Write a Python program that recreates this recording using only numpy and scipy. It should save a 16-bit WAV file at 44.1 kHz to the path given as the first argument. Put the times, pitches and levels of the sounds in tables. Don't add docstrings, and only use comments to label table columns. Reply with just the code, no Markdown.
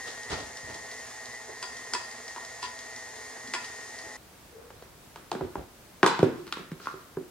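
import sys
import numpy as np
from scipy import signal
from scipy.fft import rfft, irfft
from scipy.io import wavfile
from scipy.ndimage import uniform_filter1d

SR = 44100
rng = np.random.default_rng(int(sys.argv[2]) if len(sys.argv) > 2 else 0)


def unload_wav(signal):
    wavfile.write(
        sys.argv[1],
        SR,
        np.round(np.clip(np.atleast_2d(signal).T, -1, 1) * 32767).astype(np.int16),
    )


N = 321930
TIME = np.arange(N) / SR
RING = np.arange(int(.7 * SR)) / SR
MIXER_END_S = 4.168
COMMUTATOR_BARS, RIPPLE_HZ = 16, 120
HOUSING_HZ, HOUSING_WIDTH_HZ = 1859, 38
PORT_LAG_SAMPLES = 2

# (time [s], speed [Hz])
SHAFT_SPEED = [(0.0, 116.9), (0.15, 117.8), (0.29, 115.6), (0.54, 118.1), (0.75, 116.0), (0.88, 116.7),
               (0.93, 115.1), (1.02, 116.2), (1.07, 118.3), (1.14, 118.2), (1.21, 116.2), (1.25, 117.5),
               (1.36, 115), (1.45, 117.9), (1.56, 116.6), (1.64, 117), (1.79, 115.7), (1.91, 117.5),
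               (1.94, 114.5), (2.0, 117), (2.12, 116.4), (2.23, 118.1), (2.29, 116.6), (2.34, 118.1),
               (2.4, 116.3), (2.53, 116.9), (2.58, 117.9), (2.72, 117), (2.86, 117.1), (2.97, 114.9),
               (3.13, 118), (3.24, 115.9), (3.34, 118.1), (3.53, 115.5), (3.65, 116.9), (3.82, 116.1),
               (3.87, 117.6), (3.95, 116.1), (4.04, 117.2), (4.15, 115.4)]
# (time [s], level [dB])
WHINE_LEVEL = [(0, -42), (1.06, -45.5), (1.11, -47), (1.16, -45), (4.15, -46)]
# (offset [shaft orders], offset [ripple orders], level [dB], gain with sag [dB/Hz])
WHINE_PARTIALS = [(0, -2, -22.5, -4), (0, -1, -18.5, -5), (0, 0, -1.5, -1), (0, 1, -11.5, 6),
                  (1, 0, -20.5, -3), (0, 2, -16.5, 2)]
# (frequency at the usual shaft speed [Hz], level [dB])
GEAR_TONES = [(435, -63), (505, -66), (655, -64.5), (768, -63.5), (848, -61)]
# (time [s], level [dB])
GEAR_TICKS = [(0.2324, -50.5), (0.571, -47.5), (0.743, -48.5), (0.913, -50.5), (1.256, -50), (1.768, -49.5),
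              (2.1115, -52.5), (2.280, -48), (2.449, -50.5), (2.790, -49), (2.962, -49.5), (3.474, -49.5),
              (3.645, -46.5), (3.987, -49)]
# (frequency [Hz], relative level [dB])
CHURN_SPECTRUM = [(30, -56), (65, -7), (100, -13.5), (130, -13.5), (200, -23.5), (248, -3), (290, -17),
                  (385, -9), (455, -5.5), (600, -11.5), (670, -2), (850, -8.5), (915, -10.5), (1060, -5.5),
                  (1400, -15), (2000, -4.5), (3200, -100)]
BRUSH_SPECTRUM = [(1000, -4), (2200, 7), (2650, 4), (3100, 3), (4800, 7.5), (5600, 7), (6600, 12),
                  (7800, 5), (8700, 6.5), (10000, 0), (12000, -3), (15500, -19)]
TICK_SPECTRUM = [(1200, -17.5), (3000, -10), (5000, -1), (8500, -10.5), (12000, -18), (16000, -44)]

# (time [s], thump [dB], knock [dB], click [dB], frequency the struck spot favours [Hz],
# gain of that added band [dB], free ring relative to the rattle [dB])
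BOWL_CLACKS = [(0.301, -49, -50, -45, 484, 5, -22), (1.6267, -66, -40, -39.5, 4540, -4, -3),
               (1.9357, -49.5, -35.5, -31, 5360, -1, -4), (1.949, -51, -35, -44, 1000, 7, -3),
               (2.3616, -55.5, -41, -56, 940, 12, -14), (2.6284, -54, -36, -41.5, 980, 12, 2),
               (3.5374, -52, -33.5, -35, 2170, 6, -6), (3.549, -66, -35.5, -42, 1020, 9, 11)]
SCOOP_BLOWS = [(5.1593, -54.5, -47.5, -56.5, 1340, -11, -16), (5.316, -34.5, -37, -41.5, 760, 10, -14),
               (6.0301, -20, -18.5, -35, 1010, -1, -11), (6.0625, -24.5, -25.5, -29.5, 955, -1, -21),
               (6.0645, -44, -30, -34.5, 6950, -18, -22), (6.1915, -29, -34.5, -44.5, 1000, 0, -4)]
TUB_BLOWS = [(4.7037, -64, -52, -64, 484, 4, -10), (4.8229, -67, -51, -60, 500, 3, 3),
             (5.3505, -37.5, -42.5, -56, 232, 11, -5), (5.409, -32, -40, -64, 346, 6, -0.5),
             (5.555, -38.5, -38, -57.5, 760, 2, -7), (6.2288, -15.5, -31.5, -41.5, 151, -6, 1.5),
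             (6.5923, -43.5, -56, -56, 186, 22, -7), (6.7165, -36.5, -55, -53, 170, 32, -2.5),
             (6.9395, -44, -56, -73, 380, -10, 10), (7.1708, -32.5, -46, -87, 328, 8, 4)]
CUP_BLOWS = [(6.4681, -56, -64, -53.5, 4370, -3, -23), (6.4772, -52, -53, -54, 4430, 9, -20),
             (6.5251, -59, -40, -35.5, 3840, 9, -10), (6.5702, -45, -44, -52, 1320, -11, -25),
             (6.8, -51.5, -57, -56, 1310, 12, -8), (6.8574, -62, -51, -51, 1300, -2, -13),
             (6.8708, -50, -33, -52, 1220, 3, -11)]
# (frequency [Hz], relative level [dB], t60 [s])
BOWL_MODES = [(350, -20, 0.17), (996, -1, 0.17), (1074, -1, 0.11), (1417, -6, 0.14), (1742, -7, 0.25),
              (2036, 1, 0.044), (2593, -5, 0.084), (3370, -8, 0.18), (4750, 1.5, 0.13), (4870, -4, 0.15),
              (5290, 3, 0.06)]
SCOOP_MODES = [(164, 11, 0.12), (392.5, -2.5, 0.17), (820, -10, 0.11), (930, -13, 0.074), (966, 2, 0.083),
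               (1060, -13, 0.047), (1320, -8, 0.11), (1477, 1, 0.14)]
TUB_MODES = [(137, -8, 0.11), (164, 6, 0.11), (260, -10.5, 0.34), (323, -3.5, 0.16), (381, -0.5, 0.089),
             (413, 7.5, 0.077), (452, 3.5, 0.035)]
CUP_MODES = [(1080, 4, 0.13), (1194, -10, 0.11), (1353, -3, .12), (1384, 6, 0.15)]
# (frequency [Hz], relative level [dB])
BOWL_RATTLE = [(100, -36), (230, 4), (380, 19), (550, -4), (950, 1.5), (2000, -3), (3500, 0.5),
               (5200, -2.5), (8500, 3.5), (11000, -18), (16000, -28)]
SCOOP_RATTLE = [(30, -54), (90, -29), (155, 2), (240, -5), (380, 5.5), (560, -7.5), (720, -4.5), (1000, -2),
                (1500, -4), (2000, -10.5), (4000, -9.5), (6000, -16.5), (8500, -17.5), (11000, -25.5),
                (16000, -34)]
TUB_RATTLE = [(25, -43), (55, -24), (90, -8), (125, -5), (160, 2), (215, -3.5), (280, -2.5), (400, 4),
              (560, -4.5), (680, -7), (950, -7.5), (1400, -14.5), (2700, -28.5), (6000, -36), (11000, -44),
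              (16000, -50)]
CUP_RATTLE = [(30, -21), (90, 6), (220, 6), (420, 8), (720, -8.5), (1100, 6), (1400, 1), (1900, -7.5),
              (3800, -21), (6000, -26.5), (10000, -28), (16000, -41)]
# (peak time [s], length [s], centre [Hz], width [octaves], body [dB], rumble [dB], hiss [dB])
SOFT_SWELLS = [(0.081, 0.14, 573, 1.6, -44, -64, -43.5), (0.329, .15, 480, 1.8, -32.5, -39.5, -38),
               (0.635, 0.047, 100, .6, -47, -52, -70), (0.701, 0.2, 460, 1.6, -43, -50.5, -51.5),
               (1.494, 0.0498, 433, 0.33, -41, -66, -64), (2.637, 0.079, 3000, .8, -43, -58, -43),
               (3.476, 0.17, 236, 0.15, -49.5, -68, -66), (4.055, 0.095, 460, 0.99, -49, -74, -66),
               (4.581, 0.25, 469, 0.16, -47.5, -80, -77), (4.62, 0.31, 1180, 0.68, -59, -70, -74),
               (4.772, 0.28, 806, 1.2, -60, -52.5, -64), (5.438, 0.093, 332, 1.4, -43.5, -41, -66),
               (5.581, .1, 400, 1.1, -43, -42.5, -68), (6.375, .16, 353, 0.16, -39, -70, -59),
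               (6.84, 0.17, 1260, 0.65, -49.5, -66, -49)]

# (frequency [Hz], relative level [dB])
KITCHEN_SPECTRUM = [(20, 3), (60, -4.5), (130, -5), (300, -7), (600, -10), (1200, -13), (3000, -18.5),
                    (8000, -21.5), (15500, -24)]
ROOM_SPECTRUM = [(150, -3.5), (400, -0.5), (900, -1), (5000, -0.5)]
# (frequency [Hz], t60 [s])
ROOM_T60 = [(100, 0.44), (400, 0.35), (1500, 0.63), (5000, 0.41), (14000, 0.03)]


def motor_whine(flutter_db=1.4, pulse_db=0.8, scatter_db=-19, hum_db=-69, waver_hz=0.13):
    speed = shaft_speed() + waver_hz * walk(35.05)
    turns = np.cumsum(speed) / SR
    sag_hz = np.mean(np.transpose(SHAFT_SPEED)[1]) - shaft_speed()
    level_db = np.interp(TIME, *np.transpose(WHINE_LEVEL))
    mistuning = 2 * (COMMUTATOR_BARS * speed - HOUSING_HZ) / HOUSING_WIDTH_HZ
    housing_db = -10 * np.log10(1 + mistuning ** 4)
    out = 0
    for shaft, ripple, partial_db, db_per_hz in WHINE_PARTIALS:
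        cycles = (COMMUTATOR_BARS + shaft) * turns + ripple * RIPPLE_HZ * TIME
        tone = np.exp(2j * np.pi * cycles)
        if shaft == ripple == 0:
            swell_db = housing_db + pulse_db * walk(25.05)
        else:
            swell_db = flutter_db * walk(6.9)
        scattered = np.array([np.real(tone * (walk(40.05) + 1j * walk(40))) for _ in range(2)])
        gain = np.sqrt(2) * undb(level_db + partial_db + db_per_hz * sag_hz + swell_db)
        out = out + gain * (ports(tone.real) + undb(scatter_db) * scattered)
    mains_hum = undb(hum_db) * np.sqrt(2) * np.sin(2 * np.pi * RIPPLE_HZ * TIME)
    return out + mains_hum


def shaft_speed():
    return np.interp(TIME, *np.transpose(SHAFT_SPEED))


def gears_and_brushes(churn_db=-50, brush_db=-47, grain_db=2, ribs_db=2):
    churn = noise_field(CHURN_SPECTRUM, direct=0.51) * undb(churn_db + grain_db * walk(150))
    brushes = noise_field(BRUSH_SPECTRUM, direct=0.7) * undb(brush_db + .5 * walk(6.9) + .27 * walk(700))
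    f, rib_hz = bins(N), np.linspace(0, SR / 2, 600)
    ribs = np.interp(f, rib_hz, rng.standard_normal(len(rib_hz)))
    housing = undb(ribs_db * ribs * np.minimum(f / 1500, 1))
    return irfft(rfft(churn * pan(db=-3) + brushes * pan(db=0.5)) * housing, N)


def gear_hum(flutter_db=3):
    shaft_time = np.cumsum(shaft_speed() / np.mean(shaft_speed())) / SR
    hum = 0
    for hz, db in GEAR_TONES:
        gain = np.sqrt(2) * undb(db + flutter_db * walk(25.01))
        hum = hum + gain * np.sin(2 * np.pi * hz * shaft_time + 1.23 * walk(35))
    return ports(hum)


def gear_ticks(chatter_db=16, chatter_s=0.0057, wet_db=-6):
    out = np.zeros((2, N))
    paths = ports(impulse()) + room(wet_db)
    response = signal.fftconvolve([minimum_phase(TICK_SPECTRUM)], paths)
    for s, db in GEAR_TICKS:
        click = convolve([contact(chatter_db, chatter_s)], response)
        add(out, s, click * undb(db) / click[:, :SR // 20].std())
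    return out


def impacts(blows, modes, rattle, chatter_db, chatter_s, wet_db, loading_db):
    out, walls, body = np.zeros((2, N)), room(wet_db), minimum_phase(rattle)
    for s, *levels_db, spot_hz, spot_db, ring_db in blows:
        ring = free_ring(modes, loading_db)
        cracks = convolve([contact(chatter_db, chatter_s), impulse()], [body])
        vibration = cracks / cracks.std(axis=1, keepdims=True) + undb(ring_db) * ring
        radiated = crossover(vibration, 110, "high")
        spot_band = signal.lfilter(*signal.iirpeak(spot_hz, Q=4, fs=SR), radiated)
        direct, to_walls = radiated + undb(spot_db) * spot_band
        heard = ports(direct) + convolve([to_walls], walls)
        add(out, s, balance_bands(heard, levels_db))
    return out


def free_ring(modes, loading_db, detune=0.0067):
    shifts_db = loading_db * rng.standard_normal(len(modes))
    tunings = 1 + detune * rng.standard_normal(len(modes))
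    return unit(sum(undb(db + shift_db) * np.sin(2 * np.pi * hz * tuning * RING) * decay(t60)
                    for (hz, db, t60), shift_db, tuning in zip(modes, shifts_db, tunings)))


def contact(chatter_db, chatter_s):
    chatter = rng.standard_normal(len(RING)) * np.exp(-RING / chatter_s)
    return impulse() + undb(chatter_db) * chatter / np.linalg.norm(chatter)


def balance_bands(blow, levels_db, low_hz=600, high_hz=2300, attack_s=0.03):
    thump, upper = crossover(blow, low_hz, "low"), crossover(blow, low_hz, "high")
    knock, click = crossover(upper, high_hz, "low"), crossover(upper, high_hz, "high")
    return sum(band * undb(db) / band[:, :int(attack_s * SR)].std()
               for band, db in zip((thump, knock, click), levels_db))


def soft_swells(grain_db=1.7, rise_share=0.28, fade_share=0.47):
    out, grain = np.zeros((2, N)), undb(grain_db * walk(300))
    for peak_s, length_s, hz, octaves, body_db, rumble_db, hiss_db in SOFT_SWELLS:
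        body = undb(body_db) * noise_band(hz, octaves)
        rumble = undb(rumble_db) * noise_band(hz=78, octaves=0.9)
        hiss = undb(hiss_db) * noise_band(hz=4400, octaves=0.8)
        rise_s = length_s * rise_share
        envelope = np.minimum(RING / rise_s, np.exp((rise_s - RING) / (fade_share * length_s)))
        add(out, max(peak_s - rise_s, 0), (body + rumble + hiss) * envelope)
    return out * unit(grain)


def noise_band(hz, octaves, dull_hz=8500):
    f = bins(len(RING))
    resonance = (1 + (np.log2((f + 1) / hz) / octaves) ** 2 / 2) ** -2.2
    colour = resonance / (1 + (f / dull_hz) ** 4)
    return unit(irfft(diffuse(len(RING)) * colour, len(RING)))


def room(wet_db, build_s=0.0083, echo_s=0.014, echo_db=-2):
    f, tail = bins(len(RING)), 0
    field = diffuse(len(RING)) * undb(along(ROOM_SPECTRUM, f))
    for hz in 45 * 2 ** (np.arange(18) / 2):
        band = irfft(field * ((f >= hz) & (f < hz * np.sqrt(2))), len(RING))
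        tail = tail + band * decay(along(ROOM_T60, hz))
    build_up = 1 - np.exp(-(RING / build_s) ** 2)
    early = undb(echo_db) * np.exp(-(2 * (RING - echo_s) / build_s) ** 2)
    return undb(wet_db) * unit(tail * (build_up + early)) / np.sqrt(len(RING))


def kitchen_noise(level_db=-52):
    return noise_field(KITCHEN_SPECTRUM, direct=0.014) * undb(level_db + 0.56 * walk(12))


def noise_field(spectrum, direct):
    field = np.sqrt(direct) * rfft(ports(rng.standard_normal(N))) + np.sqrt(1 - direct) * diffuse(N)
    return unit(irfft(field * undb(along(spectrum, bins(N))), N))


def diffuse(size, coherent_hz=650):
    mid, side = rfft(rng.standard_normal((2, size)))
    side_share = .5 * bins(size) / (bins(size) + coherent_hz)
    return mid * np.sqrt(1 - side_share) + side * np.sqrt(side_share) * np.array([[1], [-1]])


def ports(x):
    return np.array([x, np.pad(x, (PORT_LAG_SAMPLES, 0))[:len(x)]])


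def pan(db):
    return undb(db * np.array([[.5], [-.5]]))


def minimum_phase(spectrum, size=2048):
    cepstrum = irfft(np.log(undb(along(spectrum, bins(size)))))
    cepstrum[1:size // 2] *= 2
    cepstrum[size // 2 + 1:] = 0
    return irfft(np.exp(rfft(cepstrum)))


def crossover(x, hz, kind):
    sos = signal.butter(2, hz, kind, fs=SR, output="sos")
    return signal.sosfilt(sos, signal.sosfilt(sos, x))


def walk(rate_hz):
    hold = int(SR / rate_hz)
    steps = np.repeat(rng.standard_normal(N // hold + 1), hold)
    return unit(uniform_filter1d(uniform_filter1d(steps, hold), hold)[:N])


def impulse():
    return 1. * (RING == 0)


def decay(t60):
    return np.exp(-np.log(1000) * RING / t60)


def convolve(x, response):
    return signal.fftconvolve(x, response)[:, :len(RING)]


def add(out, s, sound):
    start = int(s * SR)
    out[:, start:start + sound.shape[1]] += sound[:, :N - start]


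def along(points, hz):
    f, value = np.transpose(points)
    return np.interp(np.log(hz + 1), np.log(f), value)


def bins(size):
    return np.fft.rfftfreq(size, 1 / SR)


def undb(db):
    return 10 ** (np.asarray(db) / 20)


def unit(x):
    return x / np.sqrt(np.mean(x ** 2))


def scene():
    bowl = impacts(BOWL_CLACKS, BOWL_MODES, BOWL_RATTLE,
                   chatter_db=6.5, chatter_s=0.01, wet_db=-6, loading_db=-1)
    scoop = impacts(SCOOP_BLOWS, SCOOP_MODES, SCOOP_RATTLE,
                    chatter_db=3, chatter_s=0.0033, wet_db=-5.5, loading_db=0.5)
    tub = impacts(TUB_BLOWS, TUB_MODES, TUB_RATTLE,
                  chatter_db=6.5, chatter_s=0.004, wet_db=-6.5, loading_db=3.2)
    cup = impacts(CUP_BLOWS, CUP_MODES, CUP_RATTLE,
                  chatter_db=1.5, chatter_s=0.0039, wet_db=-6.5, loading_db=7)
    kitchen = kitchen_noise()
    mixer = motor_whine() * pan(db=2.5) + gears_and_brushes() + gear_hum() + gear_ticks() + bowl
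    running = np.clip((MIXER_END_S - TIME) / 0.0064 + .5, 0, 1)
    return running * mixer + (1 - running) * kitchen + scoop + cup + tub * pan(db=-0.8) + soft_swells()


def record(dry, bass_hz=42, top_hz=15850, drive=1.1):
    thinned = signal.sosfilt(signal.butter(3, bass_hz, "high", fs=SR, output="sos"), dry)
    rounded = np.tanh(drive * thinned) / drive
    return signal.sosfilt(signal.ellip(10, .1, 70, top_hz, fs=SR, output="sos"), rounded)


dry = scene()
out = record(dry)
unload_wav(out)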